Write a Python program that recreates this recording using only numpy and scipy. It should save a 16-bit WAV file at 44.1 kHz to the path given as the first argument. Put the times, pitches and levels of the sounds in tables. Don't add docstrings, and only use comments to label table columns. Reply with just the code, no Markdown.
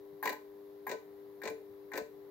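import sys
import numpy as np
from scipy import signal
from scipy.fft import rfft, irfft, next_fast_len
from scipy.io import wavfile

SR = 44100
rng = np.random.default_rng(int(sys.argv[2]) if len(sys.argv) > 2 else 0)


def dump(signal):
    limited = np.clip(np.atleast_2d(signal).T, -1, 1)
    pcm = np.round(limited * 32767).astype(np.int16)
    wavfile.write(sys.argv[1], SR, pcm)


def level_to_linear(level):
    exponent = np.asarray(level, float) / 20
    return 10 ** exponent


N = 101430
T = np.arange(N) / SR
CUTOFF_HZ = 15800

# [t/s, plate level/dB, tray level/dB, crack level/dB, glass level/dB]
STRIKES = [(0.235, -35.5, -38.5, -51.5, -52), (0.244, -43, -47, -55, -68),
           (0.255, -25.5, -37.5, -38.5, -41), (0.274, -21.5, -42, -43, -42.5),
           (0.293, -32, -32, -39.5, -41), (0.876, -40.5, -39.5, -57, -58), (0.893, -33, -39, -44.5, -47),
           (0.914, -29.5, -37, -40.5, -47), (0.928, -71, -37, -71, -52), (1.435, -34.5, -36.5, -45.5, -49),
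           (1.454, -33, -36.5, -44.5, -49.5), (1.475, -30.5, -60, -42, -47.5),
           (1.499, -47, -36, -65, -49.5), (1.935, -31.5, -35.5, -45.5, -51), (1.955, -35, -40.5, -49, -49),
           (1.975, -28, -33.5, -39.5, -42), (2.009, -66, -34.5, -61, -77)]
# [t/s, low plate level/dB, high plate level/dB, crack level/dB, bulb level/dB]
CONTACT_SNAPS = [
    (0.227, -42, -39, -54, -44.5),
    (0.325, -49, -50, -50.5, -54),
    (.867, -42, -41, -56.5, -50),
    (1.417, -58.5, -44.5, -60, -60),
    (1.917, -53.5, -46.5, -62, -65),
    (1.965, -80, -44.5, -60.5, -50),
]


def rms_one(x):
    return x / np.sqrt(np.mean(x ** 2) + 1e-20)


def at_hz(points, hz, column=1):
    points = np.array(points)
    return np.interp(np.log(hz), np.log(points[:, 0]), points[:, column])


def sides(left_db):
    return level_to_linear(np.array([[0.5], [-0.5]]) * left_db)


def cut(x, hz, kind, order=2):
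    return signal.sosfilt(signal.butter(order, hz, kind, fs=SR, output="sos"), x)


def low_pass(x, hz):
    return signal.sosfilt(signal.ellip(12, 0.5, 85, hz, fs=SR, output="sos"), x)


def drift(rate_hz):
    hop = 40
    pole = np.exp(-2 * np.pi * rate_hz * hop / SR)
    noise = rng.standard_normal(N // hop + 2002)
    slow = signal.lfilter([1], [1, -2 * pole, pole ** 2], noise)[2000:]
    return np.interp(np.arange(N) / hop, np.arange(len(slow)), rms_one(slow))


def coloured(spectrum, low_hz, high_hz):
    # [f/Hz, coherence, left-right level/dB]
    diffuse = [(30, 0.09, -9), (125, 0.33, 10.5), (490, 0.079, -1), (1940, 0.043, 2.5), (3730, 0.022, 5.5),
               (10800, 0.0057, 0.5)]
    hz = np.maximum(np.fft.rfftfreq(N, 1 / SR), 1)
    mid, side = rfft(rng.standard_normal((2, N)))
    alike = np.sqrt(np.clip(at_hz(diffuse, hz), 0, 0.99))
    pair = np.sqrt(1 + alike) * mid + np.sqrt(1 - alike) * side * [[1], [-1]]
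    band = 1 / (1 + (low_hz / hz) ** 12) / (1 + (hz / high_hz) ** 12)
    balance = sides(at_hz(diffuse, hz, column=2))
    return rms_one(irfft(pair * level_to_linear(at_hz(spectrum, hz)) * band * balance, N))


def clicks(s, gains):
    out = np.zeros(N, complex) + 1e-18
    out[(np.asarray(s) * SR).astype(int)] = gains
    return out


def body(modes, s, db, ear_rad=0.013):
    spread_db, spread_rad = 2.5, 0.72
    swell_s = 0.0012
    out = np.zeros((2, N))
    soft = np.exp(-1 / (swell_s * SR))
    for hz, mode_db, t60, left_db in modes:
        turn = np.exp(2j * np.pi * hz / SR)
        chance = rng.standard_normal((len(s), 2))
        gains = level_to_linear(db + mode_db + spread_db * chance[:, 0]) * np.exp(1j * spread_rad * chance[:, 1])
        decay = level_to_linear(-60 / (max(t60, 0.005) * SR))
        ringing = signal.lfilter([1], [1, -decay * turn], clicks(s, gains))
        ringing = signal.lfilter([1 - soft], [1, -soft * turn], ringing)
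        ear_phase = np.exp(1j * rng.normal(ear_rad, 0.29) * np.array([[1], [-1]]))
        out += sides(left_db) * np.imag(ringing * ear_phase)
    return out


def crackle(spectrum, top_hz, s, db, t60, left_db):
    tail = signal.lfilter([1], [1, -level_to_linear(-60 / (t60 * SR))], clicks(s, level_to_linear(db)).real)
    flash_t60 = 0.0009
    flash = signal.lfilter([1], [1, -level_to_linear(-60 / (flash_t60 * SR))], clicks(s, level_to_linear(db - 13.5)).real)
    mid, side = rng.standard_normal((2, N)) * (tail + flash)
    hz = np.maximum(np.fft.rfftfreq(N, 1 / SR), 1)
    colour = level_to_linear(at_hz(spectrum, hz)) / (1 + (spectrum[0][0] / hz) ** 6) / (1 + (hz / top_hz) ** 12)
    colour /= np.sqrt(np.mean(colour ** 2))
    return irfft(rfft(mid + 0.97 * side * [[1], [-1]]) * colour, N) * sides(left_db)


def double_hit(s, db, hz, t60, again_s, again_db, left_db):
    pole = level_to_linear(-60 / (max(t60, 0.003) * SR)) * np.exp(2j * np.pi * hz / SR)
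    force = clicks(s, level_to_linear(db)) + clicks(s + again_s, level_to_linear(db + again_db))
    ringing = signal.lfilter([np.e * (1 - abs(pole))], [1, -2 * pole, pole ** 2], force)
    return sides(left_db) * np.imag(ringing)


def microphone_hiss():
    # [f/Hz, spectral level/dB per Hz]
    hiss_spectrum = [(2300, 0.5), (3100, -2), (3900, 1), (5500, -6.5), (9000, -13), (10700, -3), (12000, 3),
                     (15700, 2.5)]
    return level_to_linear(-69) * low_pass(coloured(hiss_spectrum, 2300, 22000), CUTOFF_HZ + 50)


def room_air():
    # [f/Hz, spectral level/dB per Hz]
    air_spectrum = [(25, -18), (60, 0), (200, 2), (450, 3), (800, 0), (1050, -5.5), (1450, -12.5),
                    (1950, -5.5)]
    return level_to_linear(-64.5 + 1.0 * drift(0.57)) * coloured(air_spectrum, 33, 2180)


def thuds():
    # [t/s, level/dB, f/Hz]
    far_blows = [
        (0.128, -62, 160),
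        (0.322, -64, 72),
        (1.486, -62, 100),
        (1.702, -65.5, 101),
        (2.018, -58, 69),
    ]
    t60 = 0.16
    return sum(body([(hz, 0.0, t60, 6.0)], [s], db) for s, db, hz in far_blows)


def room(x):
    t60, wall_cut_hz = 0.29, 37000
    size = next_fast_len(N + SR)
    w = 2 * np.pi * np.fft.rfftfreq(size)
    absorption = 1 / (1 + 1j * w * SR / (2 * np.pi * wall_cut_hz)) ** 0.033
    out = np.zeros((2, len(w)), complex)
    for k, lag in enumerate(rng.uniform(0.0072, 0.03, 16) * SR):
        loop = level_to_linear(-60 * lag / SR / t60) * absorption * np.exp(-1j * w * lag)
        out[k % 2] += loop / (1 - loop) * (-1) ** (k // 2)
    return irfft(out * rfft(x, size), size)[:, :N] / 2


def preheat_current():
    # [opens t/s, closes t/s]
    open_spells = [
        (0.23, 0.373),
        (0.87, 1.011),
        (1.42, 1.53),
        (1.92, 2.076),
    ]
    fade_s, swell_s, left_over_db = 0.077, 0.032, -21
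    current = np.ones(N)
    for opens, closes in open_spells:
        fade = np.exp(-np.clip(T - opens, 0, closes - opens) / fade_s)
        back = np.exp(-np.clip(T - closes, 0, None) / swell_s)
        current *= 1 - (1 - level_to_linear(left_over_db)) * (1 - fade) * back
    return current


def ballast():
    # [multiple of the buzz, level/dB, left-right level/dB, phase/rad, right lag/rad]
    harmonics = [(2, -80, -5, -0.5, 0.12), (3, -60.5, 6, -4.5, 0.71), (4, -51.5, 4.5, -0.62, 0.012),
                 (4.5, -80, 21.5, 2.2, 0.067), (5, -65.5, 7, 1, 1.75), (6, -76.5, 11, 8, 0.043),
                 (7, -83.5, -1.5, 9.5, 0.36), (10, -75.5, 3, 1.8, 1.5), (11, -86, 4, 1.5, 0.27)]
    buzz_hz, wobble_db, rattle_db = 99.947, 0.28, -72.5
    current = preheat_current()
    turn = 2 * np.pi * buzz_hz * T
    hum = np.zeros((2, N))
    for k, db, left_db, rad, lag in harmonics:
        follows = 0.29 if k < 3.5 else 1
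        gain = np.sqrt(2) * level_to_linear(db + wobble_db * drift(5.2)) * current ** follows
        phase = round(2 * k) / 2 * turn + rad - np.array([[0], [lag]])
        hum += gain * sides(left_db) * np.cos(phase)
    rattle = coloured([(500, 10.5), (1000, 2.0), (1400, -7.5), (2000, -4.5)], 730, 1830)
    rattle = rattle * (1 + 0.84 * np.cos(turn))
    return hum + current * level_to_linear(rattle_db) * rattle


def settling():
    # [t/s, loss level/dB]
    losses = [
        (0.34, -1),
        (0.958, -7.5),
        (1.54, -2.5),
        (2.014, -10.5),
    ]
    settle_s, settled_for_s = 0.01, 0.3
    loss_db = np.zeros(N)
    for s, db in losses:
        loss_db += db * np.clip((T - s) / settle_s, 0, 1) * (T < s + settled_for_s)
    return level_to_linear(loss_db)


def blows():
    # [t/s, rap level/dB, thump level/dB, thump delay/s, bong level/dB]
    hard_strikes = [(0.2565, -32.5, -37.5, 0.0023, -32.5), (0.2743, -26.5, -44, 0.0036, -33),
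                    (0.2941, -33.5, -42, 0.0037, -43), (0.8951, -39, -37, 0.0037, -46),
                    (0.9142, -36, -33.5, .002, -38), (1.4346, -43.5, -37, 0.0034, -59),
                    (1.4551, -46, -35.5, .0035, -49), (1.475, -34, -41, 0.00376, -49),
                    (1.9364, -37.5, -42, 0.0032, -59), (1.9556, -40, -33, .0035, -58),
                    (1.975, -36.5, -34.5, 0.0022, -42)]
    s, rap_db, thump_db, late_s, bong_db = np.transpose(hard_strikes)
    rap = double_hit(s, rap_db, hz=2000, t60=0.0055, again_s=0.004, again_db=-3.5, left_db=5.5)
    thump = double_hit(s + late_s, thump_db, hz=470, t60=0.012, again_s=0.0055, again_db=-2.5, left_db=3.5)
    bong = double_hit(s + late_s / 2, bong_db, hz=1007, t60=0.0251, again_s=0.007, again_db=-5.5, left_db=2)
    return rap + thump + bong


def steel():
    # [f/Hz, level/dB, t60/s, left-right level/dB]
    tray_modes = [(209.8, -16, 0.1, 5.5), (253.5, -9, 0.075, 1.5), (303.8, -9.5, 0.22, 7.5),
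                  (396, -10.5, 0.24, 3), (438.8, -4, 0.4, 5), (516, -14, 0.09, 1), (582.3, -5, 0.16, 8.5),
                  (617.4, -9.5, 0.37, 1.5), (695.5, -10.5, 0.19, 10)]
    # [f/Hz, level under a strike/dB, t60/s, left-right level/dB, level under a snap/dB]
    plate_modes = np.array([(790, 0, 0.047, 10.5, 1.5), (863.6, -3.5, 0.15, 0, 4.5), (1027, -3, 0.13, 3, 6),
                            (1076, -5.5, 0.087, 3, -23), (1292, -14.5, 0.21, 3, -30),
                            (1521, -8, 0.15, 9, -9.5), (1637, -10, 0.11, 11.5, 0),
                            (1815, -2.5, 0.062, 3, 3.5), (1848, -10.5, 0.076, -10.5, -29),
                            (1882, -6, 0.09, 8, -1), (2110, -24, 0.17, 14, -7.5),
                            (2328, -7.5, 0.11, 8.5, -5), (2366, -2, 0.077, 2, -40),
                            (2872, -17.5, 0.15, 17.5, -32)])
    # [f/Hz, level/dB, t60/s, left-right level/dB]
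    knock_modes = [(1010, -2.5, 0.0066, 14), (1760, -8, 0.018, 9), (2260, -3, 0.0047, 5)]
    low_ear_rad, high_ear_rad = 0.53, 0.54
    shove_late_s, shove_hz = 0.00452, 707
    s, plate_db, tray_db, _, _ = np.transpose(STRIKES)
    snap_s, low_db, high_db, _, _ = np.transpose(CONTACT_SNAPS)
    plate_db = plate_db - 12
    struck, pinged = plate_modes[:, :4], plate_modes[:, [0, 4, 2, 3]]
    out = cut(body(tray_modes, s + shove_late_s, tray_db - 2.5), shove_hz, "low")
    out += body(struck[:5], s, plate_db, low_ear_rad)
    out += body(struck[5:], s, plate_db, high_ear_rad)
    out += body(pinged[:5], snap_s, low_db, low_ear_rad)
    out += body(pinged[5:], snap_s, high_db, high_ear_rad)
    out += body(knock_modes, s, plate_db, high_ear_rad)
    return cut(out * settling() + blows(), 3070, "low")


def glass():
    # [f/Hz, level/dB, t60/s, left-right level/dB]
    bulb_modes = [(12700, -24, .06, 10), (13200, -8, .13, 13), (13250, -15, .07, 13), (14100, -7, .02, 13),
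                  (15300, -17, .02, 13)]
    tink_modes = [(9100, -3, .05, 3), (10985, -2, .3, 5), (11010, -5, .3, 5)]
    snap_s, _, _, _, bulb_db = np.transpose(CONTACT_SNAPS)
    tink_s, tink_db = 1.484, -65
    out = body(bulb_modes, snap_s, bulb_db + 5.5) + body(tink_modes, [tink_s], tink_db)
    return cut(out, 5300, "high", order=4)


def clatter():
    # [f/Hz, spectral level/dB per Hz]
    steel_spectrum = [(1500, 6.5), (2400, 3.5), (3100, -12), (3900, 1.5), (4500, -2.5), (5400, -8.5),
                      (6400, -4), (8000, -3.5)]
    glass_spectrum = [(9500, -11.5), (12300, -6.5), (13500, -6), (14100, 7), (14700, -14), (15400, 2),
                      (15800, -3)]
    s, _, _, crack_db, glass_db = np.transpose(STRIKES)
    snap_s, _, _, tick_db, _ = np.transpose(CONTACT_SNAPS)
    both_s = np.r_[s, snap_s]
    steel_db = np.r_[crack_db, tick_db] - 4
    strike_spark_db = 1.63 * (glass_db + 46.5) - 52.5
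    spark_db = np.r_[strike_spark_db, tick_db + 3] + 0.5
    out = crackle(steel_spectrum, 8000, both_s, steel_db, t60=0.079, left_db=8)
    return out + crackle(glass_spectrum, 20000, both_s, spark_db, t60=0.038, left_db=12.5)


def fitting():
    return cut(steel() + glass() + clatter(), 166, "high", order=4)


def scene():
    lamp = fitting() * sides(-1)
    dulled = cut(lamp, 12800, "low", order=1)
    echo = level_to_linear(-11) * sides(-2.5) * room(dulled)
    return room_air() + microphone_hiss() + thuds() + ballast() + lamp + echo


def roll_off(x):
    return signal.sosfilt(signal.butter(12, 16460, fs=SR, output="sos"), x)


def record(dry):
    leak = level_to_linear(-31.5) * dry
    mix = low_pass(low_pass(dry, CUTOFF_HZ) + leak, 16450)
    return roll_off(mix)


dry = scene()
out = record(dry)
dump(out)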